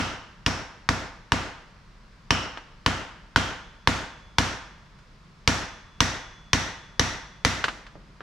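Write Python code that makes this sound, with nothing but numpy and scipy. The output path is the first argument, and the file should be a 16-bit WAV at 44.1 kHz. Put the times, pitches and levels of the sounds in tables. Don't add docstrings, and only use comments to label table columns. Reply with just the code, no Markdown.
import sys
import numpy as np
from scipy import signal
from scipy.fft import rfft, irfft, next_fast_len
from scipy.io import wavfile
from scipy.ndimage import uniform_filter1d, minimum_filter1d

SR = 44100
rng = np.random.default_rng(int(sys.argv[2]) if len(sys.argv) > 2 else 0)


def wav_out(sig):
    wavfile.write(sys.argv[1], SR, np.round(np.clip(np.atleast_2d(sig).T, -1, 1) * 32767).astype(np.int16))


N = 362502
SIZE = 65536
T = np.arange(SIZE) / SR
HZ = np.fft.rfftfreq(SIZE, 1 / SR)


def amp(db):
    return 10 ** (np.asarray(db) / 20)


def along(points, hz):
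    freqs, values = np.transpose(points)
    return np.interp(np.log(hz + 1), np.log(freqs + 1), values)


def fade(t, t60):
    return np.exp(-np.log(1000) * t / t60)


def peak(hz, half_width_hz):
    return 1 / (1 + ((HZ - hz) / half_width_hz) ** 2)


def tilt_db(db_per_octave):
    return db_per_octave * np.log2(np.clip(HZ, 500, 10000) / 1500)


def causal(db):
    cepstrum = irfft(np.log(amp(db)))
    fold = np.r_[1, np.full(SIZE // 2 - 1, 2), np.zeros(SIZE // 2)]
    return np.exp(rfft(cepstrum * fold))


def stereo(pair, side_ratio):
    mid, side = pair
    return np.array([mid + side_ratio * side, mid - side_ratio * side])


def add(track, start_s, sound):
    start = round(start_s * SR)
    first, end = max(start, 0), min(start + SIZE, N)
    release = np.minimum((T[-1] - T) / .2, 1)
    track[:, first:end] += (sound * release)[..., first - start:end - start]


# freq_hz, relative_density_db
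VENT_SPECTRUM = [(12, -37.5), (20, -2), (43, -1.5), (66, -13.5), (160, -11.5), (217, -15), (249, -24.5),
                 (841, -30.5), (1020, -24.5), (2040, -31), (2690, -34.5), (2930, -36), (5090, -37),
                 (11100, -60.5), (15000, -69.5)]
# freq_hz, side_ratio
VENT_WIDTH = [(60, .08), (150, 0.27), (300, 0.18), (1000, 0.55), (8000, 0.62)]


def ventilation(level_db=-49.5):
    size = next_fast_len(N + SIZE)
    hz = np.fft.rfftfreq(size, 1 / SR)
    noise = stereo(rfft(rng.standard_normal((2, size))), along(VENT_WIDTH, hz))
    air = irfft(noise * amp(along(VENT_SPECTRUM, hz)), size)[:, :N]
    return air / np.std(air) * amp(level_db)


# freq_hz, t60_s
ROOM_DECAY = [(100, 0.44), (500, 0.77), (1500, 0.79), (3000, 0.72), (6000, 0.62), (12000, 0.47)]
# freq_hz, side_ratio
ROOM_WIDTH = [(70, 0.16), (140, 0.69), (280, 0.11), (500, 0.23), (1000, 0.42), (4000, 0.55), (10000, 0.55)]


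def room_tail(build_s=0.0017, early_db=2, early_t60_s=0.066):
    hz, t, noise = signal.stft(rng.standard_normal((2, SIZE)), SR, nperseg=256)
    t60 = along(ROOM_DECAY, hz)[:, None]
    equal_energy = np.sqrt(2 * np.log(1000) / (t60 * SR))
    tail = signal.istft(noise * fade(t, t60) * equal_energy, SR, nperseg=256)[1][:, :SIZE]
    near = (1 - np.exp(-T / build_s)) * (1 + amp(early_db) * fade(T, early_t60_s) / 2)
    far = amp(1.8 * np.exp(-((T - .135) / .065) ** 2))
    return stereo(rfft(tail * near * far), along(ROOM_WIDTH, HZ))


# freq_hz, gain_db
ROOM_COLOUR = [(40, 4), (150, 15.5), (300, 17.5), (420, 12.5), (700, 15.5), (950, 16.5), (1600, 17.5),
               (2400, 12.5), (4000, 8.5), (5800, 7), (7000, 4), (8500, -4.5), (12000, -15.5), (16000, -33)]


def room(walls, crossover_hz=2300):
    same = 1 / np.sqrt(1 + (HZ / crossover_hz) ** 2)
    tail = same * walls + np.sqrt(1 - same ** 2) * room_tail()
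    return tail * causal(along(ROOM_COLOUR, HZ))


# freq_hz, width_hz
BENDING_WAVES = [(1300, 2230), (2700, 1480), (5200, 1900)]


def contact(colour, scatter=1.0, scatter_t60_s=0.016, side_ratio=0.4, contact_hz=4500, crush_s=0.00023):
    clack = 1 / (1 + 1j * np.sqrt(2) * HZ / contact_hz - (HZ / contact_hz) ** 2)
    for hz, width_hz in BENDING_WAVES:
        clack *= np.exp(-2j * np.arctan2(HZ * width_hz, hz ** 2 - HZ ** 2))
    chatter = rng.standard_normal((2, SIZE)) * fade(T, scatter_t60_s) * (1 - np.exp(-T / crush_s))
    chatter = rfft(chatter / np.linalg.norm(chatter, axis=1, keepdims=True))
    together_db = 20 * np.log10(np.hypot(np.abs(clack), scatter))
    return (clack + scatter * stereo(chatter, side_ratio)) * causal(along(colour, HZ) - together_db)


# freq_hz, gain_db
TAP_COLOUR = [(100, 8), (500, 12.5), (1000, 18.5), (1600, 25), (2200, 15.5), (3000, 16.5), (4200, 11),
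              (6000, 2.5), (8000, -7.5), (12000, -25), (16000, -38)]
# start_s, force_db, brightness_db_per_octave, room_db
TAPS = [(2.5731, -18.5, -2.5, -13), (4.863, -43, -2, -3.5), (4.987, -39.5, 1.5, -5),
        (7.641, -3.5, -0.7, -8), (7.6823, -8.5, -1.5, -32), (7.8663, -29.5, 0.5, -16),
        (7.9537, -38, -16, -5.5), (8.206, -25, -5.5, -3)]


def taps(walls):
    track = np.zeros((2, N))
    for start_s, force_db, brightness, room_db in TAPS:
        direct = contact(TAP_COLOUR, scatter=1.7, scatter_t60_s=0.07)
        reflected = amp(room_db) * room(walls)
        touch = causal(force_db + tilt_db(brightness))
        add(track, start_s, irfft(touch * (direct + reflected)))
    return track


# pitch_hz, level_db, t60_s
RING_MODES = [(3424, -59, 2.2), (6190, -64, 1.4)]


def ring(split_hz=6, twin_gain=0.27):
    total = np.zeros(SIZE)
    for pitch_hz, level_db, t60_s in RING_MODES:
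        beat_hz = split_hz * rng.uniform(0.61, 1.5)
        twin = twin_gain * np.sin(2 * np.pi * (pitch_hz - beat_hz) * T)
        total += amp(level_db) * (np.sin(2 * np.pi * pitch_hz * T) + twin) * fade(T, t60_s)
    return total


# pitch_hz, level_db, t60_s, delay_s, side_ratio
THUMP_MODES = [(110.1, -10, 0.041, .004, 0.052), (210, -17, 0.0052, 0.0011, .15),
               (259.4, -17.5, 0.061, .018, 0.19), (49.7, -45.5, 0.32, 0.00013, 0.075),
               (61, -32, 0.66, 0.005, 0.081), (91.1, -27, 0.4, 0.0168, 0.078),
               (116.4, -37, 0.58, 0.0241, 0.42), (156.2, -36, 0.51, 0.0197, 0.78),
               (214.8, -42, 0.53, 0.03085, .2), (257.7, -38, 0.36, 0.042, 0.18), (533, -40, 0.39, .01, .2),
               (903, -39.5, 0.49, .003, 0.19), (911, -45, 1.2, 0.00278, 0.35)]


def thump():
    total = np.zeros((2, SIZE))
    for pitch_hz, level_db, t60_s, delay_s, side_ratio in THUMP_MODES:
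        t = np.maximum(T - delay_s, 0)
        phase = 2 * np.pi * pitch_hz * t
        side = np.cos(phase) * (1 - np.exp(-phase))
        total += amp(level_db) * stereo([np.sin(phase), side], side_ratio) * fade(t, t60_s)
    return total


def between(tight, loose, slack):
    return tight + (loose - tight) * slack


# pitch_hz, half_width_hz, tight_db, loose_db
TOCKS = [(510, 67, -3, 8), (933, 230, 5.5, 3), (1760, 240, 2, 3.5), (2900, 130, 3, 5.5)]


def tock(slack):
    return causal(sum(between(tight_db, loose_db, slack) * peak(pitch_hz, half_width_hz)
                      for pitch_hz, half_width_hz, tight_db, loose_db in TOCKS))


# tight_hz, loose_hz, tight_height_share, loose_height_share, half_width_hz
BAR_RESONANCES = [(1244, 2016, 0.4, 0.8, 106), (2894, 3730, 0.95, 0.5, 340), (5510, 5840, 0.95, 0.94, 370)]


def bar_colour_db(slack, clang_db, zing_db, tight_db_per_octave=-1.55):
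    colour_db = tilt_db(between(tight_db_per_octave, 0, slack))
    for height_db, resonance in zip((clang_db, clang_db, zing_db), BAR_RESONANCES):
        tight_hz, loose_hz, tight_share, loose_share, half_width_hz = resonance
        pitch_hz = between(tight_hz, loose_hz, slack)
        share = between(tight_share, loose_share, slack)
        colour_db += height_db * share * peak(pitch_hz, half_width_hz)
    return colour_db


# freq_hz, gain_db
CRACK_COLOUR = [(60, -1), (300, 3.5), (480, 14), (680, 2), (960, 22), (1400, 17), (2200, 15), (2800, 15),
                (4200, 14), (5800, 8), (7200, 0), (10000, -8.5), (13000, -15.5), (16000, -32.5)]
# time_s, slack
GRIP = [(0, .08), (2.4, 0.016), (4.4, 0.65), (5.5, 0.79), (6.5, 0.89), (7.4, 0.95)]
# start_s, force_db, clang_db, zing_db, ring_db
BLOWS = [(-0.016, 0.2, 7, 5, -27), (0.4626, 0.6, 1, 8.5, -35), (0.8894, 1, -2.5, 3, -25),
         (1.32, 1.04, 2.5, 1, -25), (2.3064, 1.5, 9.5, 9, -14), (2.862, 1.3, 5, 0.5, -20),
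         (3.36, 2.5, 7, 3, 5), (3.8734, 2.5, 2, -0.5, 6), (4.384, 3, 3.5, 5, 1), (5.4756, 4, 2, 6, 7.5),
         (6.0048, 2.5, 5.5, 9, 11), (6.532, 2, 7.5, 8.5, 7.5), (6.9952, 1.5, 7, 9, 5),
         (7.449, 2, 6.5, 5, -10)]


def blows(walls, direct_db=-0.74, room_db=-2, thump_db=-2, thump_db_per_force_db=.8):
    track, boom = np.zeros((2, N)), thump()
    for start_s, force_db, clang_db, zing_db, ring_db in BLOWS:
        slack = np.interp(start_s, *np.transpose(GRIP))
        direct = amp(direct_db) * tock(slack) * contact(CRACK_COLOUR)
        reflected = amp(room_db) * room(walls)
        bar = causal(force_db + bar_colour_db(slack, clang_db, zing_db))
        knock = irfft(bar * (direct + reflected))
        weight = amp(thump_db + thump_db_per_force_db * force_db) * boom
        add(track, start_s, knock + weight + amp(ring_db) * ring())
    return track


def scene():
    walls = room_tail()
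    return blows(walls) + taps(walls) + ventilation()


def record(dry, low_cut_hz=30, top_hz=15750):
    low_cut = signal.butter(2, low_cut_hz, "highpass", fs=SR, output="sos")
    filtered = signal.sosfilt(low_cut, dry)
    needed_gain = 1 / np.maximum(np.abs(filtered).max(axis=0), 1)
    limiter_gain = uniform_filter1d(minimum_filter1d(needed_gain, size=33), size=33)
    size = next_fast_len(N + SIZE)
    passband = np.fft.rfftfreq(size, 1 / SR) < top_hz
    return irfft(rfft(filtered * limiter_gain, size) * passband, size)[:, :N]


dry = scene()
out = record(dry)
wav_out(out)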